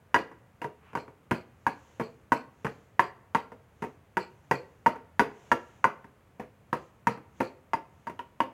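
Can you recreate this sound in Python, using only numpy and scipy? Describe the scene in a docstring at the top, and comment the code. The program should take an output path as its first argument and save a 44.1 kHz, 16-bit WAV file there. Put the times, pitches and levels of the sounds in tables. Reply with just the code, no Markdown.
"""A wooden pestle pounds chopped herbs in a clay mortar on a slatted wooden platform, in an open-sided kitchen.
Random clicks filtered into a crackle make the crushed stalks; dying sine waves make the bowl, pestle and slats ring.
Random taps jingle loose things after the strokes, and noise echoes give the shelter a short tail.
A hand sweeps herbs once, and filtered noise makes the quiet outdoors and a faint hiss that swells and fades."""
import sys
import numpy as np
from scipy import signal
from scipy.fft import rfft, irfft, next_fast_len
from scipy.io import wavfile

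SR = 44100
rng = np.random.default_rng(int(sys.argv[2]) if len(sys.argv) > 2 else 0)


def store_pcm(level_fs):
    """Save levels as 16-bit WAV."""
    pcm = np.round(np.clip(level_fs, -1, 1) * 32767).astype(np.int16)
    wavfile.write(sys.argv[1], SR, np.atleast_2d(pcm).T)


N = 376173   # samples in the whole scene
T = np.arange(int(.4 * SR)) / SR   # seconds since one contact began
# time to sink through a thin film of paste, and through a deep heap of herbs
FILM_S, HEAP_S = 0.00083, 0.00485


# Full strokes of the pestle; all but the jingle level are starting values for contact().
# Columns: t/s of the knock, knock level/dB, hardness/dB, clack level/dB, thud level/dB, jingle level/dB
STROKES = [(0.1433, -19, 0, -25, -30.5, -18.5), (0.6167, -35, -2, -37, -40, -45),
           (.952, -29, -2.5, -52, -36.5, -24), (1.3149, -26, -4.5, -34, -24.5, -23),
           (1.6656, -21.5, -4, -57, -31.5, -24), (2.0015, -34.5, -3.5, -57, -29, -24.5),
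           (2.3198, -18.5, -4, -39, -25, -18.5), (2.6504, -34.5, -3, -48.5, -28.5, -31),
           (2.9941, -18, 2, -26.5, -28.5, -20), (3.348, -18.5, -2, -34, -28.5, -30.5),
           (3.825, -37, -2, -46, -34, -50), (4.1697, -22, -7, -48, -30.5, -18),
           (4.5114, -24, 6, -31, -25, -17), (4.8611, -21, -0.5, -39.5, -29.5, -26.5),
           (5.1945, -20.5, 4.5, -38, -23, -35), (5.5162, -21.5, 5.5, -31, -28, -43),
           (5.842, -17.5, -2, -51.5, -33, -51), (6.4004, -43.5, -4, -64.5, -37, -54),
           (6.7293, -26, -5, -43.5, -29.5, -30), (7.07, -21.5, -1.5, -45, -27, -23.5),
           (7.407, -28.5, -4, -51.5, -26, -21.5), (7.7338, -23.5, -1.5, -42, -34.5, -46),
           (8.0695, -30, -9.5, -58, -43, -59), (8.192, -34, -8, -37, -45.5, -57),
           (8.4036, -22, -4, -22.5, -32, -46)]
# Lighter contacts: slips just after a stroke, and faint touches between or just before strokes; they crush less.
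# Columns: t/s, knock level/dB before contact() adds its gain, hardness/dB
LIGHT_TOUCHES = [(.151, -28.5, 5.5), (.16, -24.5, -0.5), (0.314, -54.5, -3), (0.6429, -33.5, -2),
                 (0.932, -51.5, 1), (.972, -37, -4.5), (1.079, -53, -6), (2.0114, -38.5, -5),
                 (2.667, -38, 2.5), (3.5185, -49, -2), (3.839, -36.5, -4), (4.8664, -25.5, -2),
                 (4.958, -46, -7.5), (5.2005, -24.5, -6), (5.848, -31, -5.5), (6.0433, -55.5, 5.5),
                 (7.174, -50.5, -3), (8.097, -41, -2)]


def pounding():
    """Strokes and light touches, each answered by the shelter; every stroke has its own amount of jingle."""
    direct, reflected = np.zeros((2, N))
    contacts = []
    for s, knock_db, hardness_db, clack_db, thud_db, jingle_db in STROKES:
        sink_s = sinking(thud_db - knock_db - hardness_db)
        sound = contact(knock_db, hardness_db, clack_db, thud_db, sink_s)
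        # start early, so that the knock itself falls on time s
        contacts.append((s - sink_s + FILM_S, sound))
        add(direct, s, from_db(jingle_db) * jingle())
    for s, knock_db, hardness_db in LIGHT_TOUCHES:
        # a light touch shakes the slats and rings the pestle in step with its knock
        clack_db = knock_db + hardness_db - 11
        thud_db = -12.5 + .7 * knock_db
        sound = contact(knock_db, hardness_db, clack_db, thud_db, FILM_S, extra_crush_db=-2)
        contacts.append((s, sound))
    for s, sound in contacts:
        add(direct, s, sound)
        add(reflected, s, echoes(sound))
    return direct + coloured(reflected, SHELTER)


def sinking(excess_db, heap_from_db=0.7, heap_range_db=5):
    """Seconds the pestle sinks through the herbs: the more the thud outweighs the hard knock, the deeper the heap."""
    depth = np.clip((excess_db - heap_from_db) / heap_range_db, 0, 1)
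    return FILM_S + (HEAP_S - FILM_S) * depth


def contact(knock_db, hardness_db, clack_db, thud_db, sink_s, extra_crush_db=0,
            knock_gain_db=5.5, clack_gain_db=-1.0, thud_gain_db=29.0):
    """The herbs give way and the platform takes the load; in a heap this comes just before the pestle bottoms out."""
    lead_s = max(sink_s - FILM_S, 0)   # a mere film of paste passes the blow on at once
    # the crush grows with knock, thud and hardness
    crush_db = 21.5 + extra_crush_db + 0.41 * knock_db + 0.55 * thud_db + 0.17 * hardness_db
    # a heap of herbs crushes up to 1 dB louder than a film of paste
    crush_db += 1 * lead_s / (HEAP_S - FILM_S)
    sound = from_db(thud_db + thud_gain_db) * thud(sink_s)
    sound += from_db(crush_db) * crush(sink_s)
    add(sound, lead_s, from_db(knock_db + knock_gain_db) * knock(hardness_db))
    add(sound, lead_s, from_db(clack_db + clack_gain_db) * clack())
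    return sound


# The notes at which the clay mortar rings, before small random changes and the tilt for hardness.
# Columns: f/Hz, level/dB, time to fade by 60 dB/s
MORTAR = [(945, 0.5, 0.087), (1023, -4.5, 0.059), (1106, -5, 0.034), (1390, -1.5, 0.02), (1539, -1, 0.02),
          (1681, -1, 0.023), (1926, -9, 0.042), (2020, -16, 0.06), (2320, -23.5, 0.0152),
          (4280, -42.5, 0.067), (4830, -29.5, 0.059), (5800, -27.5, .02), (6710, -29, 0.026),
          (8700, -40, 0.072)]


def knock(hardness_db, soft_hz=1000, hard_hz=1500, radiate_hz=480, grind=0.74, grind_t60=0.036):
    """The pestle reaches the clay and grinds briefly; the less herb lies between, the stronger the upper notes."""
    mode_hz = np.array(MORTAR)[:, 0]
    # 0 below soft_hz, rising to 1 at hard_hz and above
    upper = np.clip(np.log(mode_hz / soft_hz) / np.log(hard_hz / soft_hz), 0, 1)
    ring = ringing(MORTAR, spread_db=1, detune=.012, tilt_db=hardness_db * upper)
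    grit = grains(per_s=2000, spread_db=2)
    force = grind * unit_energy(grit * dying(T, grind_t60))
    force[0] = 1   # the blow itself
    # grinding spreads the blow's energy in time without adding to it
    bowl = np.linalg.norm(ring) * unit_energy(driven(force, ring))
    # the moist paste rounds the start of the contact over 0.7 ms
    bowl = bowl * np.sin(np.pi / 2 * np.minimum(T / .0007, 1)) ** 2
    # a small bowl radiates little bass
    return high_pass(bowl * hold_then_drop(), 2, radiate_hz)


def hold_then_drop(hold_s=.016, drop_t60=0.042):
    """The bowl's ring holds briefly, then drops away quickly, as if an early reflection cancelled it."""
    return dying(np.maximum(T - hold_s, 0), drop_t60)


# How sound spreads over pitch when herb stalks snap.
# Columns: f/Hz, relative level/dB
CRUSH = [(300, 10), (1000, 22.5), (2500, 14.5), (3800, -4.5), (6000, -3), (8000, -8), (10000, -6),
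         (12000, -13), (14000, -8), (16000, -18)]


def crush(sink_s, snap_t60=0.12, stretch=9.4, crack=0.3, crack_t60=0.019):
    """A first crack, then stalk fibres snap in a dense burst, for longer where the herbs lie deep."""
    first_crack = crack * dying(T, crack_t60)
    effort = first_crack + dying(T, snap_t60 + stretch * sink_s)
    snaps = grains(per_s=9000, spread_db=4) * effort
    return unit_energy(coloured(snaps, CRUSH))


# The notes at which the wooden pestle rings, before small random changes.
# Columns: f/Hz, level/dB, time to fade by 60 dB/s
PESTLE = [(2680, -4, .016), (2850, 0, .022), (3230, -13, .012)]


def clack():
    """The pestle itself rings for an instant."""
    return ringing(PESTLE, spread_db=1, detune=.01)


# The notes of the slatted platform under the mortar, before random changes.
# Columns: f/Hz, level/dB, time to fade by 60 dB/s
PLATFORM = [(78, -28, 0.1342), (144, -14.5, 0.15), (224, -9, 0.042), (269, -2.5, 0.048), (338, -2, 0.043),
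            (437.7, -2.5, 0.054), (496, -3.5, 0.049), (553, 0, 0.013), (662, -1.5, 0.022),
            (780, -4.5, 0.039)]


def thud(sink_s, push_t60=1 / 900, shudder=2.6, shudder_t60=0.1, radiate_hz=125):
    """The push passes through the mortar into the slats, which shudder; a deep cushion of herbs dulls it."""
    force = shudder * unit_energy(grains(per_s=1500, spread_db=2.5) * dying(T, shudder_t60))
    force[0] = 1   # the first push
    force = driven(force, dying(T, sink_s) + dying(T, push_t60))
    slats = driven(force, ringing(PLATFORM, spread_db=1.0, detune=0.055))
    return unit_energy(high_pass(slats, 3, radiate_hz))


# The notes of the loose things that jingle, before slight random detuning.
# Columns: f/Hz, level/dB, time to fade by 60 dB/s
JINGLE = [(2390, 6, .018), (3000, -3, .006), (4230, -1, .022), (4420, -2, .012), (4600, -1, .02),
          (4800, -4, .01), (6200, -9, .004), (7470, -14, .025), (7820, -15, .025)]


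def jingle(lift_s=0.0063, rise_s=.04, settle_t60=0.22):
    """Loose things hop on the shaken slats, chatter for a moment and settle."""
    rise = np.clip((T - lift_s) / rise_s, 0, 1)
    settle = dying(np.maximum(T - lift_s - rise_s, 0), settle_t60)
    taps = grains(per_s=900, spread_db=4) * rise * settle
    return unit_energy(driven(taps, ringing(JINGLE, spread_db=0.0, detune=0.0047)))


# Tone of the shelter's echoes, which pounding() applies to all of them together.
# Columns: f/Hz, level/dB
SHELTER = [(60, -6.5), (150, -7), (300, 0), (480, 3), (780, -2.5), (950, -9.5), (1200, -3.5), (1600, -8.5),
           (2400, -4), (4000, -1), (8000, -8.5), (16000, -8)]


def echoes(sound, first_s=0.0081, build_s=0.0032, near_t60=0.25, far_t60=0.59,
           near_db=-6.5, far_db=-16.0, air_hz=3000):
    """Floor and roof answer, then a faint dull tail; each contact gets its own random pattern of dense echoes."""
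    onset = np.clip((T - first_s) / build_s, 0, 1)
    near = unit_energy(rng.standard_normal(len(T)) * onset * dying(T, near_t60))
    far = unit_energy(rng.standard_normal(len(T)) * onset * dying(T, far_t60))
    far = signal.sosfilt(signal.butter(2, air_hz, fs=SR, output="sos"), far)   # dulls the tail
    return driven(sound, from_db(near_db) * near + from_db(far_db) * far)


# Tone of the herbs being swept together.
# Columns: f/Hz, relative level/dB
RUSTLE = [(500, -11), (1100, 10), (1800, 1), (2700, 2), (3700, -15), (9000, -33)]


def rustle():
    """The free hand sweeps herbs back into the bowl: one brief, faint swell of noise."""
    return swell(s=0.886, half_s=0.059, db=-59.5) * noise(RUSTLE)


# Tone of the steady outdoor air.
# Columns: f/Hz, relative level/dB
OUTDOORS = [(15, -26.5), (25, -25.5), (44, -7), (81, 2.5), (112, 3), (318, -11), (501, -10.5), (729, -14),
            (952, -15), (1180, -16), (2370, -23), (3930, -34), (5570, -37.5), (6720, -36), (15000, -38.5)]
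# Tone of the faint hiss.
# Columns: f/Hz, relative level/dB
HISS = [(400, 14), (1500, 5), (3000, 3.5), (4800, -8.5), (6500, 2.5), (7400, -2.5), (8500, -12.5),
        (12000, -17.5), (16000, -41.5)]
# When the hiss swells; each swell adds to its resting level.
# Columns: t/s at the top, half length/s, level/dB at the top
SWELLS = [(1.89, 0.23, -65), (2.72, .15, -68), (3.85, 0.076, -68), (4.55, .3, -74.5), (5.46, 0.15, -63),
          (5.7, .2, -67), (6.819, 0.088, -66.5), (7.425, 0.07, -62), (8.054, .15, -75)]


def background(outdoors_db=-60, hiss_rest_db=-80.5):
    """Steady outdoor air and a faint hiss that swells now and then, both made of filtered noise."""
    hiss_gain = from_db(hiss_rest_db) + sum(swell(*row) for row in SWELLS)
    return from_db(outdoors_db) * noise(OUTDOORS) + hiss_gain * noise(HISS)


def swell(s, half_s, db):
    """Gain that rises smoothly to db at time s and fades again."""
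    return from_db(db) * np.exp(-((np.arange(N) / SR - s) / half_s) ** 2)


def noise(spectrum):
    """Steady noise with the given tone and an average (rms) strength of 1."""
    return unit_energy(coloured(rng.standard_normal(N), spectrum)) * np.sqrt(N)


def ringing(modes, spread_db, detune, tilt_db=0):
    """A tapped body's notes; the place of the tap changes each note's strength, tuning and start a little."""
    hz, db, t60 = np.transpose(modes)
    gain = from_db(db + tilt_db + spread_db * rng.standard_normal(len(hz)))
    hz = hz * (1 + detune * rng.standard_normal(len(hz)))
    delay_s = rng.uniform(0, .00045, (len(hz), 1))
    t = np.maximum(T - delay_s, 0)
    return gain @ (np.sin(2 * np.pi * hz[:, None] * t) * dying(t, t60[:, None]))


def grains(per_s, spread_db):
    """Clicks of uneven size at random moments, pushing either way."""
    sizes = from_db(spread_db * np.clip(rng.standard_normal(len(T)), -2, 2))
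    sizes = sizes * rng.choice([-1, 1], len(T))
    return sizes * (rng.random(len(T)) < per_s / SR)


def driven(force, answer):
    """A body's sound when a force keeps acting: each bit of force starts its own copy of the answer."""
    return signal.fftconvolve(force, answer)[:len(force)]


def coloured(x, spectrum):
    """Filter to the given tone without any sound before its cause (minimum phase)."""
    size = next_fast_len(2 * len(x))
    size += size % 2
    hz, db = np.transpose(spectrum)
    grid = np.maximum(np.fft.rfftfreq(size, 1 / SR), 1)
    gain = from_db(np.interp(np.log(grid), np.log(hz), db))
    # folding the cepstrum (the transform of the log gain) forward in time makes the filter causal
    cepstrum = irfft(np.log(gain))
    cepstrum[1:size // 2] *= 2
    cepstrum[size // 2 + 1:] = 0
    return irfft(rfft(x, size) * np.exp(rfft(cepstrum)))[:len(x)]


def high_pass(x, order, cut_hz):
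    """Weaken what lies below cut_hz."""
    return signal.sosfilt(signal.butter(order, cut_hz, "high", fs=SR, output="sos"), x)


def from_db(db):
    """Turn decibels into a plain factor."""
    return 10 ** (np.asarray(db) / 20)


def unit_energy(x):
    """Scale a sound so that its squared samples add up to 1."""
    return x / np.sqrt(np.sum(x ** 2) + 1e-20)


def dying(t, t60):
    """Fade that falls by 60 dB every t60 seconds."""
    return from_db(-60 * t / t60)


def add(out, s, sound):
    """Mix a sound in from time s on."""
    start = max(round(s * SR), 0)
    out[start:start + len(sound)] += sound[:len(out) - start]


def scene():
    """The mortar under the shelter, the hand's rustle and the background, in one channel."""
    return (pounding() + rustle() + background())[None]


def record(dry, low_cut_hz=50, top_cut_hz=15900):
    """The microphone sheds the deep bass; the top is cut steeply."""
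    thinned = high_pass(dry, 2, low_cut_hz)
    return signal.sosfilt(signal.ellip(10, .1, 80, top_cut_hz, fs=SR, output="sos"), thinned)


dry = scene()
out = record(dry)
store_pcm(out)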